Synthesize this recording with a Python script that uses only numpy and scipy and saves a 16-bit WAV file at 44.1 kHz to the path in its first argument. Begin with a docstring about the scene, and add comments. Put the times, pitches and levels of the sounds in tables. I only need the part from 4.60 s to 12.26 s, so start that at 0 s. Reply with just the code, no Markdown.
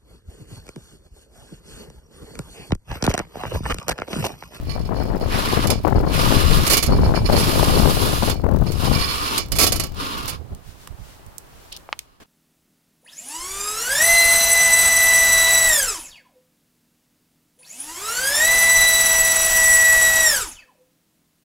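"""A bicycle coasts over pavement with the microphone held beside its rear wheel.
From the start, wind buffets the microphone's two openings (ports), the freewheel ticks
and the loose chain jingles. Then the brake pad rubs the rim five times, while bumps throw
the chain against the frame. The ticking slows and the bicycle stops. Last come soft puffs
and swishes, a few small clicks and the knocks of fingers on the microphone's case."""
import sys
import numpy as np
from scipy import signal
from scipy.fft import rfft, irfft, next_fast_len
from scipy.io import wavfile

SR = 44100
rng = np.random.default_rng(int(sys.argv[2]) if len(sys.argv) > 2 else 0)


def wav_record(signal):
    """Record a signal, one row per channel, as 16-bit PCM in the file named by sys.argv[1]."""
    frames = np.transpose(np.atleast_2d(signal))
    bounded = np.clip(frames, -1, 1)
    # unit amplitude maps onto the largest positive 16-bit level
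    quanta = np.round(bounded * 32767).astype(np.int16)
    wavfile.write(sys.argv[1], SR, quanta)


N = 337806
TIME, FREQS = np.arange(N) / SR, np.fft.rfftfreq(next_fast_len(N), 1 / SR)
LEFT, RIGHT = 0, 1
SIDES = np.array([[.5], [-.5]])   # shares out a pan_db: above 0 leans left, below 0 leans right


def from_db(db):
    """Turn decibels into a number to multiply by."""
    return 10 ** (np.asarray(db) / 20)


def unit_power(x):
    """Scale a signal so its average power is 1."""
    return x / np.sqrt(np.mean(x ** 2) + 1e-20)


def in_time(rows):
    """Join a table's points in time with straight lines, one curve per column."""
    times, *columns = np.transpose(rows)
    return [np.interp(TIME, times, column) for column in columns]


def at_hz(points):
    """Join a table's points along the pitch axis, every octave equally wide."""
    pitches, values = np.transpose(points)
    return np.interp(np.log(FREQS + 1), np.log(pitches), values)


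def filtered(x, response):
    """Make each frequency louder or softer."""
    size = next_fast_len(N)
    return irfft(rfft(x, size) * response, size)[..., :N]


def pass_filter(x, hz, kind, order):
    """Keep the "low" or the "high" side of a frequency."""
    return signal.sosfilt(signal.butter(order, hz, kind, fs=SR, output="sos"), x)


def white():
    """Separate white noise for left and right."""
    return rng.standard_normal((2, N))


def drift(rate_hz):
    """A smooth random wobble for each side, about 1 in size."""
    return unit_power(filtered(white(), 1 / (1 + (FREQS / rate_hz) ** 2)))


def colour(spectrum, balance, body=1):
    """A stereo filter made of a tone colour, a lean to one side and a ringing body."""
    response = from_db(at_hz(spectrum) + SIDES * at_hz(balance)) * body
    return response / np.sqrt(np.mean(np.abs(response) ** 2))


def held(start_s, length_s, rise_s, fall_s):
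    """Rise from 0 to 1, hold, and fall back."""
    end_s = start_s + length_s
    return np.interp(TIME, [start_s - rise_s, start_s, end_s, end_s + fall_s], [0, 1, 1, 0])


def spells(rest_db, rows, rise_s, fall_s):
    """A level in dB that leaves its rest for each row, slides evenly and falls back."""
    level = rest_db
    for start_s, length_s, first_db, last_db in rows:
        slide = np.interp(TIME, [start_s, start_s + length_s], [first_db, last_db])
        level = level + held(start_s, length_s, rise_s, fall_s) * (slide - level)
    return level


# loudness of the outdoor air and tyres: time_s, level_db
STREET_LEVEL = [(5.85, -53), (6.5, -49.5), (7.2, -50), (7.58, -63)]
# their tone colour: pitch_hz, level_db
STREET_COLOUR = [(200, 4.5), (400, 6), (850, 6), (1600, -0.5), (4000, -10.5), (16000, -12.5)]
# their lean to one side: pitch_hz, pan_db
STREET_BALANCE = [(500, 1.5), (9000, -2)]

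def street():
    """The open air and the tyres make a soft, steady noise."""
    return from_db(in_time(STREET_LEVEL)[0]) * filtered(white(), colour(STREET_COLOUR, STREET_BALANCE))


# soft swishes as the bicycle rolls out: middle_s, half_length_s, level_db
SWISHES = [(6.092, 0.036, -50.5), (6.228, 0.04, -50), (6.493, 0.072, -51), (7.04, 0.11, -53.5)]

def swishes(centre_hz):
    """Faint hisses swell and fade."""
    swell = sum(from_db(db) * np.exp(-.5 * ((TIME - s) / half_s) ** 2) for s, half_s, db in SWISHES)
    return swell * unit_power(filtered(white(), FREQS / (FREQS ** 2 + centre_hz ** 2)))


def closing_noise_burst(start_s, length_s, level_db, dull_hz):
    """A short, dull burst of noise at the very end."""
    noise = unit_power(filtered(white(), 1 / (1 + FREQS / dull_hz)))
    return from_db(level_db) * held(start_s, length_s, rise_s=0.0026, fall_s=.01) * noise


def grip_scratch(level_db, centre_hz):
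    """The grip on the microphone shifts: a gritty scratch, then a fainter one."""
    stroke = np.interp(TIME, [7.114, 7.126, 7.138, 7.168, 7.185], [0, 1, .25, .4, 0])
    grit = white() * unit_power(from_db(6 * np.tanh(drift(190)[0])))
    band = 1 / (1 + (2 * np.log2((FREQS + 1) / centre_hz)) ** 4)   # one octave wide
    return from_db(level_db) * stroke * unit_power(filtered(grit, band))


# ticks of the drivetrain and the grip: start_s, peak_db, low_edge_hz, high_edge_hz, pan_db
CLICKS = [(5.949, -28.5, 2980, 14200, -6), (6.2739, -25, 600, 9000, -8), (6.664, -40, 6500, 13900, -19),
          (6.7821, -24, 5100, 14100, -22), (7.1258, -17.5, 2880, 4830, -1), (7.165, -19.5, 2900, 8000, -1),
          (7.172, -23, 2900, 7900, 2), (7.391, -12, 2300, 5400, -1)]

def clicks(rattle_db, decay_s):
    """A sharp tap on a small part, then a short rattle, with no bass."""
    out, age = np.zeros((2, N)), TIME[:4096]
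    rattle = from_db(rattle_db - 60 * age / decay_s) + from_db(-31.5 - 60 * age / 0.18)
    for start_s, peak_db, low_hz, high_hz, pan_db in CLICKS:
        contact = rattle * rng.standard_normal((2, len(age)))
        contact[:, 0] += 1   # the tap itself
        click = pass_filter(contact, low_hz, "high", order=4)
        click = pass_filter(click, high_hz, "low", order=1)
        at = int(start_s * SR)
        out[:, at:at + len(age)] += click / np.abs(click).max() * from_db(peak_db + SIDES * pan_db)
    return out


# fingers knock on the microphone's case: start_s, peak_db, hardness_hz
KNOCKS = [(6.2754, -30, 1290), (7.2902, -23.5, 593), (7.328, -5.5, 3200)]
# the case's short-lived tones: pitch_hz, width_hz, level_db
CASE_TONES = [(1130, 660, 7.5), (2300, 1100, 7), (4440, 900, -6)]

def finger_knocks(rattle_db, decay_s, bass_cut_hz):
    """A blunt knock makes the case ring for a moment, the same on both sides."""
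    out, age = np.zeros(N), TIME[:4096]
    for start_s, peak_db, hardness_hz in KNOCKS:
        contact = from_db(rattle_db - 60 * age / decay_s) * rng.standard_normal(len(age))
        contact[0] += 1
        contact = pass_filter(contact, hardness_hz, "low", order=2)
        contact = pass_filter(contact, bass_cut_hz, "high", order=2)
        knock = sum(from_db(db) * signal.lfilter(*signal.iirpeak(hz, hz / width_hz, fs=SR), contact)
                    for hz, width_hz, db in CASE_TONES)
        at = int(start_s * SR)
        out[at:at + len(age)] += from_db(peak_db) * knock / np.abs(knock).max()
    return out


# stray puffs of air as the bicycle comes to rest: start_s, strength_db
PUFFS = [(5.899, -28.5), (6.059, -34.5), (6.296, -32.5), (6.382, -31), (6.649, -39)]

def air_puffs(level_db, swell_s, dull_hz, pan_db):
    """Single slow swirls of air thump softly on one port."""
    swell = np.zeros(N)
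    for start_s, strength_db in PUFFS:
        age = np.maximum(TIME - start_s, 0) / swell_s
        swell += from_db(strength_db) * age * np.exp(1 - age)
    bass = FREQS / np.hypot(FREQS, 40) / (1 + (FREQS / dull_hz) ** 3)
    return from_db(level_db + SIDES * pan_db) * unit_power(filtered(white(), bass)) * swell


# the smooth flow of air, which rises and dies with the ride: time_s, left_db, right_db
AIRFLOW = [(0, -18, -26), (1.2, -29, -24.5), (1.8, -2.5, -22.5), (2.2, -21, -30), (2.7, -13, -19.5),
           (3.8, -18, -26.5), (4.3, -13, -31), (4.55, -31, -29), (5.3, -25.5, -34), (5.75, -42, -27),
           (6.05, -52, -40.5), (7.1, -47.5, -47.5), (7.55, -61, -56)]
# gusts: start_s, length_s, rumble_db, buffet_db (how rough it is), port
GUSTS = [(0.16, 0.013, -21, -9.5, LEFT), (0.288, 0.87, -21.5, -6.5, LEFT), (0.93, 0.2, -17.5, -8, LEFT),
         (1.249, 0.048, -19, -1.5, LEFT), (1.325, 0.25, -15, -8, LEFT), (1.597, 0.055, -15, -9, LEFT),
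         (1.713, 0.019, -15.5, -5.5, LEFT), (1.764, 0.2, -9, -17, LEFT), (2.291, 0.22, -12.5, -8, LEFT),
         (2.538, 0.025, -21, 2, LEFT), (2.689, 0.24, -15.5, -6.5, LEFT), (2.964, 0.34, -13, -6, LEFT),
         (3.373, 0.18, -16, -9, LEFT), (3.625, 0.094, -18, -8, LEFT), (3.841, 0.072, -12, -11, LEFT),
         (3.92, 0.11, -10, -18.5, LEFT), (4.07, 0.0089, -15.5, -13.5, LEFT),
         (4.222, 0.17, -14.5, -13, LEFT), (4.968, 0.26, -20, -18.5, LEFT), (5.909, 0.027, -28, -22, LEFT),
         (1.36, 0.078, -13, -22.5, RIGHT), (1.986, 0.017, -18, -11.5, RIGHT),
         (2.279, 0.2, -13, -19.5, RIGHT), (2.642, 0.1, -13.5, -23, RIGHT),
         (3.077, 0.21, -19.5, -16.5, RIGHT), (4.917, 0.018, -10.5, -28.5, RIGHT)]

def airflow(calm_buffet_db):
    """Rumble and buffeting at each port, in dB; a gust buffets hardest as it arrives."""
    rumble, buffet = np.array(in_time(AIRFLOW)), np.full((2, N), float(calm_buffet_db))
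    for start_s, length_s, rumble_db, buffet_db, port in GUSTS:
        gust = held(start_s, length_s, rise_s=0.011, fall_s=0.051)
        front_db = 4.5 * np.exp(-np.maximum(TIME - start_s, 0) / 0.048)
        rumble[port] += gust * (rumble_db - rumble[port])
        buffet[port] += gust * (buffet_db + front_db - buffet[port])
    return rumble, buffet


# tone colour of the wind: pitch_hz, level_db
WIND_COLOUR = [(20, -0.5), (45, 1), (80, -1), (150, -4.5), (300, -12), (600, -17), (1000, -24.5),
               (1600, -37.5), (3000, -57), (6000, -84.5)]

def wind(flutter_db, swirl_db, usual_buffet_db, calm_buffet_db):
    """Swirls of air strike each port; sharper swirls sound brighter, and the whole flow flutters."""
    rumble_db, buffet_db = airflow(calm_buffet_db)
    sharpness_db = buffet_db - usual_buffet_db + swirl_db * np.tanh(drift(140))
    shape = unit_power(from_db(at_hz(WIND_COLOUR)) * FREQS / np.hypot(FREQS, 15))
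    air, out = filtered(white(), shape), 0
    centres = np.log(60 * 2. ** np.arange(6))   # six octaves, from 60 Hz up
    for k, share in enumerate([.1, .25, .7, 1, 1.2, 1.35]):   # high octaves follow sharpness most
        octave = np.interp(np.log(FREQS + 1), centres, np.arange(len(centres)) == k)
        out = out + filtered(air, octave) * from_db(share * sharpness_db)
    return out * from_db(rumble_db + flutter_db * np.tanh(drift(28)))


# the freewheel ticks more slowly as the wheel loses speed: time_s, ticks_per_s, level_db
FREEWHEEL = [(0.3, 49.8, -39.5), (1.3, 45.6, -39), (3.9, 40.9, -34), (5.4, 38.6, -35)]

def freewheel(one_tick_at_s, stop_s, decay_s, pan_db, uneven_db):
    """Small catches drop over the ratchet's teeth in thin ticks, no two equally strong."""
    ticks_per_s, level_db = in_time(FREEWHEEL)
    teeth_passed = np.cumsum(ticks_per_s) / SR
    since_tick_s = (teeth_passed - teeth_passed[int(one_tick_at_s * SR)]) % 1 / ticks_per_s
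    ticks = from_db(level_db - 60 * since_tick_s / decay_s + uneven_db * drift(17)[0]) * (TIME < stop_s)
    tone = from_db(at_hz([(5000, -6.5), (9000, -11.0), (15000, -5)]))
    return from_db(SIDES * pan_db) * filtered(white() * ticks, tone)


def spokes(share, decay_s):
    """A filter: the wheel's many weak, close tones colour the sound passing through it."""
    ringing = white() * from_db(-60 * np.minimum(TIME / decay_s, 3))
    return 1 + share * rfft(ringing, next_fast_len(N)) / np.sqrt(np.sum(ringing[0] ** 2))


# ringing tones of the sprockets, spokes and frame: pitch_hz, width_hz, level_db
STEEL_TONES = [(1128, 41, 4.5), (1326, 17, 0.5), (2332, 22, 2), (2974, 55, 2), (3455, 23, -0.5),
               (4407, 130, 1.5), (4840, 28, -3.5), (5080, 98, 2.5), (6200, 51, -2), (6770, 110, -1)]

def steel(ring_db, damping):
    """A filter: the contact itself plus ringing steel; more damping makes the ring shorter."""
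    tones = 0
    for k, (hz, width_hz, db) in enumerate(STEEL_TONES):
        phase = np.array([[1j * (-1) ** k], [1]])   # left and right are a quarter cycle apart
        tones = tones + phase * (from_db(db) / (1 + 2j * (FREQS - hz) / (width_hz * damping)))
    return 1 + from_db(ring_db) * tones


# rough pavement shakes the loose chain: start_s, length_s, first_db, last_db
ROUGH_STRETCHES = [(0.068, 2.6, -47, -52.5), (1.375, 1.35, -47, -40), (2.672, 1.08, -31.5, -46),
                   (4.263, 0.45, -25, -38.5)]
# the chain brushes the sprockets and sets them ringing: start_s, level_db
JINGLES = [(0.094, -33.5), (0.398, -42), (0.606, -38.5), (1.241, -45), (2.321, -38.5), (2.436, -34.5),
           (2.55, -32), (4.065, -33)]
# tone colour of the jingle: pitch_hz, level_db
JINGLE_COLOUR = [(1000, -1.5), (2350, 2.5), (3400, -6), (4700, 0), (6000, -9.5), (11000, -9.5),
                 (16000, -24.5)]
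# the chain's lean to one side, for jingles and slaps: pitch_hz, pan_db
CHAIN_BALANCE = [(400, 0.5), (1300, -1), (2400, -7.5), (8000, -9.5), (15000, -15.5)]

def chain_jingle(touches_per_s, touch_s, ring_db, pan_db):
    """Light, random touches of the chain blend into a shimmer; firmer ones ring out in spurts."""
    touches = (rng.random(N) < touches_per_s / SR) * rng.random(N)
    shimmer = signal.lfilter([1], [1, -np.exp(-1 / (touch_s * SR))], touches + 1e-18)   # each one fades
    shake = from_db(spells(rest_db=-84.5, rows=ROUGH_STRETCHES, rise_s=0.056, fall_s=0.2))
    spurts = sum(from_db(db) * (TIME > s) * np.exp(-np.abs(TIME - s) / (2 * touch_s))
                 for s, db in JINGLES)
    links = white() * (unit_power(shimmer) * shake + spurts) * from_db(SIDES * pan_db)
    body = steel(ring_db, damping=0.7) * spokes(share=1.0, decay_s=0.011)
    return filtered(links, colour(JINGLE_COLOUR, CHAIN_BALANCE, body))


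# the chain slaps the frame: start_s, strength_db, clatter_s
SLAPS = [(1.071, -13.5, 0.0018), (1.102, -5, 0.0029), (2.0664, -9.5, 0.011), (2.099, -6.5, 0.036),
         (2.133, -5, 0.008), (2.169, -6, 0.0098), (2.2262, -8.5, 0.011), (2.262, -17.5, 0.0044),
         (2.775, -17.5, 0.041), (3.6985, -10.5, 0), (4.119, -20.5, 0.002), (4.779, -3.5, 0),
         (4.919, -9.5, 0.0015), (4.955, -16.5, 0.016), (4.986, -5, 0.06), (5.065, -8, 0.013),
         (5.1212, -7.5, 0.006), (5.159, -15.5, 0.0062), (5.1975, -9, 0.0026), (5.236, -14, 0),
         (5.678, -17.5, 0.023)]
# tone colour of a slap: pitch_hz, level_db
SLAP_COLOUR = [(150, -1), (300, 11.5), (700, 5), (1150, 0), (1600, -2.5), (2100, 3), (3600, -1.5),
               (4700, 2), (6000, 0), (8500, -0.5), (11300, 3.5), (16000, -12.5)]

def chain_slaps(level_db, shower_s, tail_s, tail_db, split_hz, grain_db, ring_db, clash_db):
    """Each slap is a short, bright shower of links hitting; the steel rings on with a duller tail."""
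    shower_power, tail_power, age = np.zeros(N), np.zeros(N), TIME[:SR // 2]
    for start_s, db, clatter_s in SLAPS:
        at, fading_s = int(start_s * SR), np.maximum(age - clatter_s, 0)
        shower_power[at:at + len(age)] += from_db(db - 60 * (fading_s / shower_s) ** 1.29) ** 2
        tail_power[at:at + len(age)] += from_db(db + tail_db - 60 * fading_s / tail_s) ** 2
    links = white() * unit_power(from_db(grain_db * drift(430)[0])) * np.sqrt(shower_power)
    wheel = spokes(share=0.4, decay_s=0.11)
    shower = filtered(links, colour(SLAP_COLOUR, CHAIN_BALANCE, wheel * steel(ring_db, damping=0.64)))
    # squaring lets only the hardest slaps clash
    clash = from_db(clash_db) * pass_filter(white() * shower_power ** 2, split_hz, "high", order=1)
    dull_body = wheel * steel(ring_db=8, damping=1.1) / (1 + (FREQS / split_hz) ** 4)
    tail = filtered(white() * np.sqrt(tail_power), colour(SLAP_COLOUR, CHAIN_BALANCE, dull_body))
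    return from_db(level_db) * (shower + clash + tail)


# the released brake pad still drags faintly on the rim: time_s, level_db
PAD_DRAG = [(0, -51.5), (1.3, -47.5), (2.5, -42), (3.85, -61), (4.12, -42), (4.9, -52.5), (5.85, -59),
            (7.5, -63)]
# the pad is squeezed against the rim: start_s, length_s, first_db, last_db
SQUEEZES = [(0.723, 0.33, -25, -25.5), (1.549, 0.64, -22, -24), (2.736, 0.98, -25, -27),
            (4.22, 0.557, -29, -24.5), (5.403, 0.35, -25.5, -36.5)]

def pad_pressure():
    """How strongly the pad rubs, in dB: a faint drag between firm squeezes."""
    return spells(in_time(PAD_DRAG)[0], SQUEEZES, rise_s=0.084, fall_s=0.031)


def brake_rasp(level_db, centre_hz, grain_db, fade_db_per_s):
    """The pad catches and slips in a coarse scrape, less so as the wheel slows."""
    band = 1 / (1 + (2 * np.log2((FREQS + 1) / centre_hz)) ** 4)
    slips = white() * from_db(grain_db * np.tanh(drift(70)[0]))
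    return unit_power(filtered(slips, band)) * from_db(level_db + pad_pressure() - fade_db_per_s * TIME)


# tone colour of the rub: pitch_hz, level_db
RUB_COLOUR = [(150, -7), (290, 5.5), (480, 1), (740, -5.5), (1000, 11.5), (1300, 7), (1600, -1),
              (2050, -5.5), (2500, 0), (4000, 0.5), (5100, -1.5), (6000, -7.5), (8000, -10), (11300, -6),
              (16000, -18.5)]
# its lean to one side: pitch_hz, pan_db
RUB_BALANCE = [(600, 0), (1050, 5.5), (2000, -2), (3500, -0.5), (5500, -3.5), (9000, -6), (15000, -11)]
# how alike left and right are: pitch_hz, likeness (1 the same, -1 opposite)
RUB_LIKENESS = [(400, 0.74), (750, -0.29), (1200, -0.95), (2000, 0.41), (3300, 0.23), (6000, 0.084)]
# the rub brightens, then dulls as the brake slows the wheel: time_s, treble_db
RUB_TREBLE = [(0.7, -5.5), (3.4, 3.5), (4.5, -2), (5.65, -9.5)]

def brake_rub(level_db, grit_db, waver_db):
    """Rubber scrapes the rim with a hiss that rings through the wheel; grit roughens it."""
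    likeness = at_hz(RUB_LIKENESS)
    shared, opposite = white()
    shared = filtered(shared, np.sqrt(1 + likeness))
    opposite = 2 * SIDES * filtered(opposite, np.sqrt(1 - likeness))
    scrape_db = pad_pressure() + grit_db * drift(400)[0] + waver_db * drift(20)[0]
    scrape = unit_power(shared + opposite) * from_db(scrape_db)
    wheel = steel(ring_db=-9.0, damping=1.0) * spokes(share=0.44, decay_s=0.11)
    hiss = filtered(scrape, colour(RUB_COLOUR, RUB_BALANCE, wheel))
    treble = filtered(hiss, FREQS ** 2 / (FREQS ** 2 + 5000 ** 2))
    return from_db(level_db) * (hiss + treble * (from_db(in_time(RUB_TREBLE)[0]) - 1))


def scene():
    """Add up the wind, the bicycle, the small noises and the street."""
    mix = wind(flutter_db=3.0, swirl_db=10.0, usual_buffet_db=-8.0, calm_buffet_db=-19.5)
    mix += air_puffs(level_db=-8, swell_s=0.016, dull_hz=91, pan_db=-22.5)
    mix += brake_rub(level_db=1.0, grit_db=1.4, waver_db=1.5)
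    mix += brake_rasp(level_db=-7, centre_hz=2000, grain_db=6.5, fade_db_per_s=3.0)
    mix += chain_slaps(level_db=-7.5, shower_s=0.035, tail_s=0.18, tail_db=-8.0, split_hz=7000,
                       grain_db=2.0, ring_db=5.0, clash_db=3)
    mix += chain_jingle(touches_per_s=53, touch_s=0.016, ring_db=13, pan_db=-5)
    mix += grip_scratch(level_db=-36, centre_hz=3730)
    mix += closing_noise_burst(start_s=7.602, length_s=0.03, level_db=-45, dull_hz=600)
    mix += freewheel(one_tick_at_s=3.7425, stop_s=5.75, decay_s=0.029, pan_db=-13.5, uneven_db=-4.5)
    mix += clicks(rattle_db=-4.5, decay_s=0.011)
    mix += finger_knocks(rattle_db=-32.5, decay_s=0.038, bass_cut_hz=436)
    return mix + swishes(centre_hz=2780) + street()


def record(dry):
    """Round off the loudest peaks and cut the treble above 16000 Hz."""
    return signal.sosfilt(signal.ellip(10, .2, 80, 16000, fs=SR, output="sos"), np.tanh(dry))


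dry = scene()
out = record(dry)
wav_record(out)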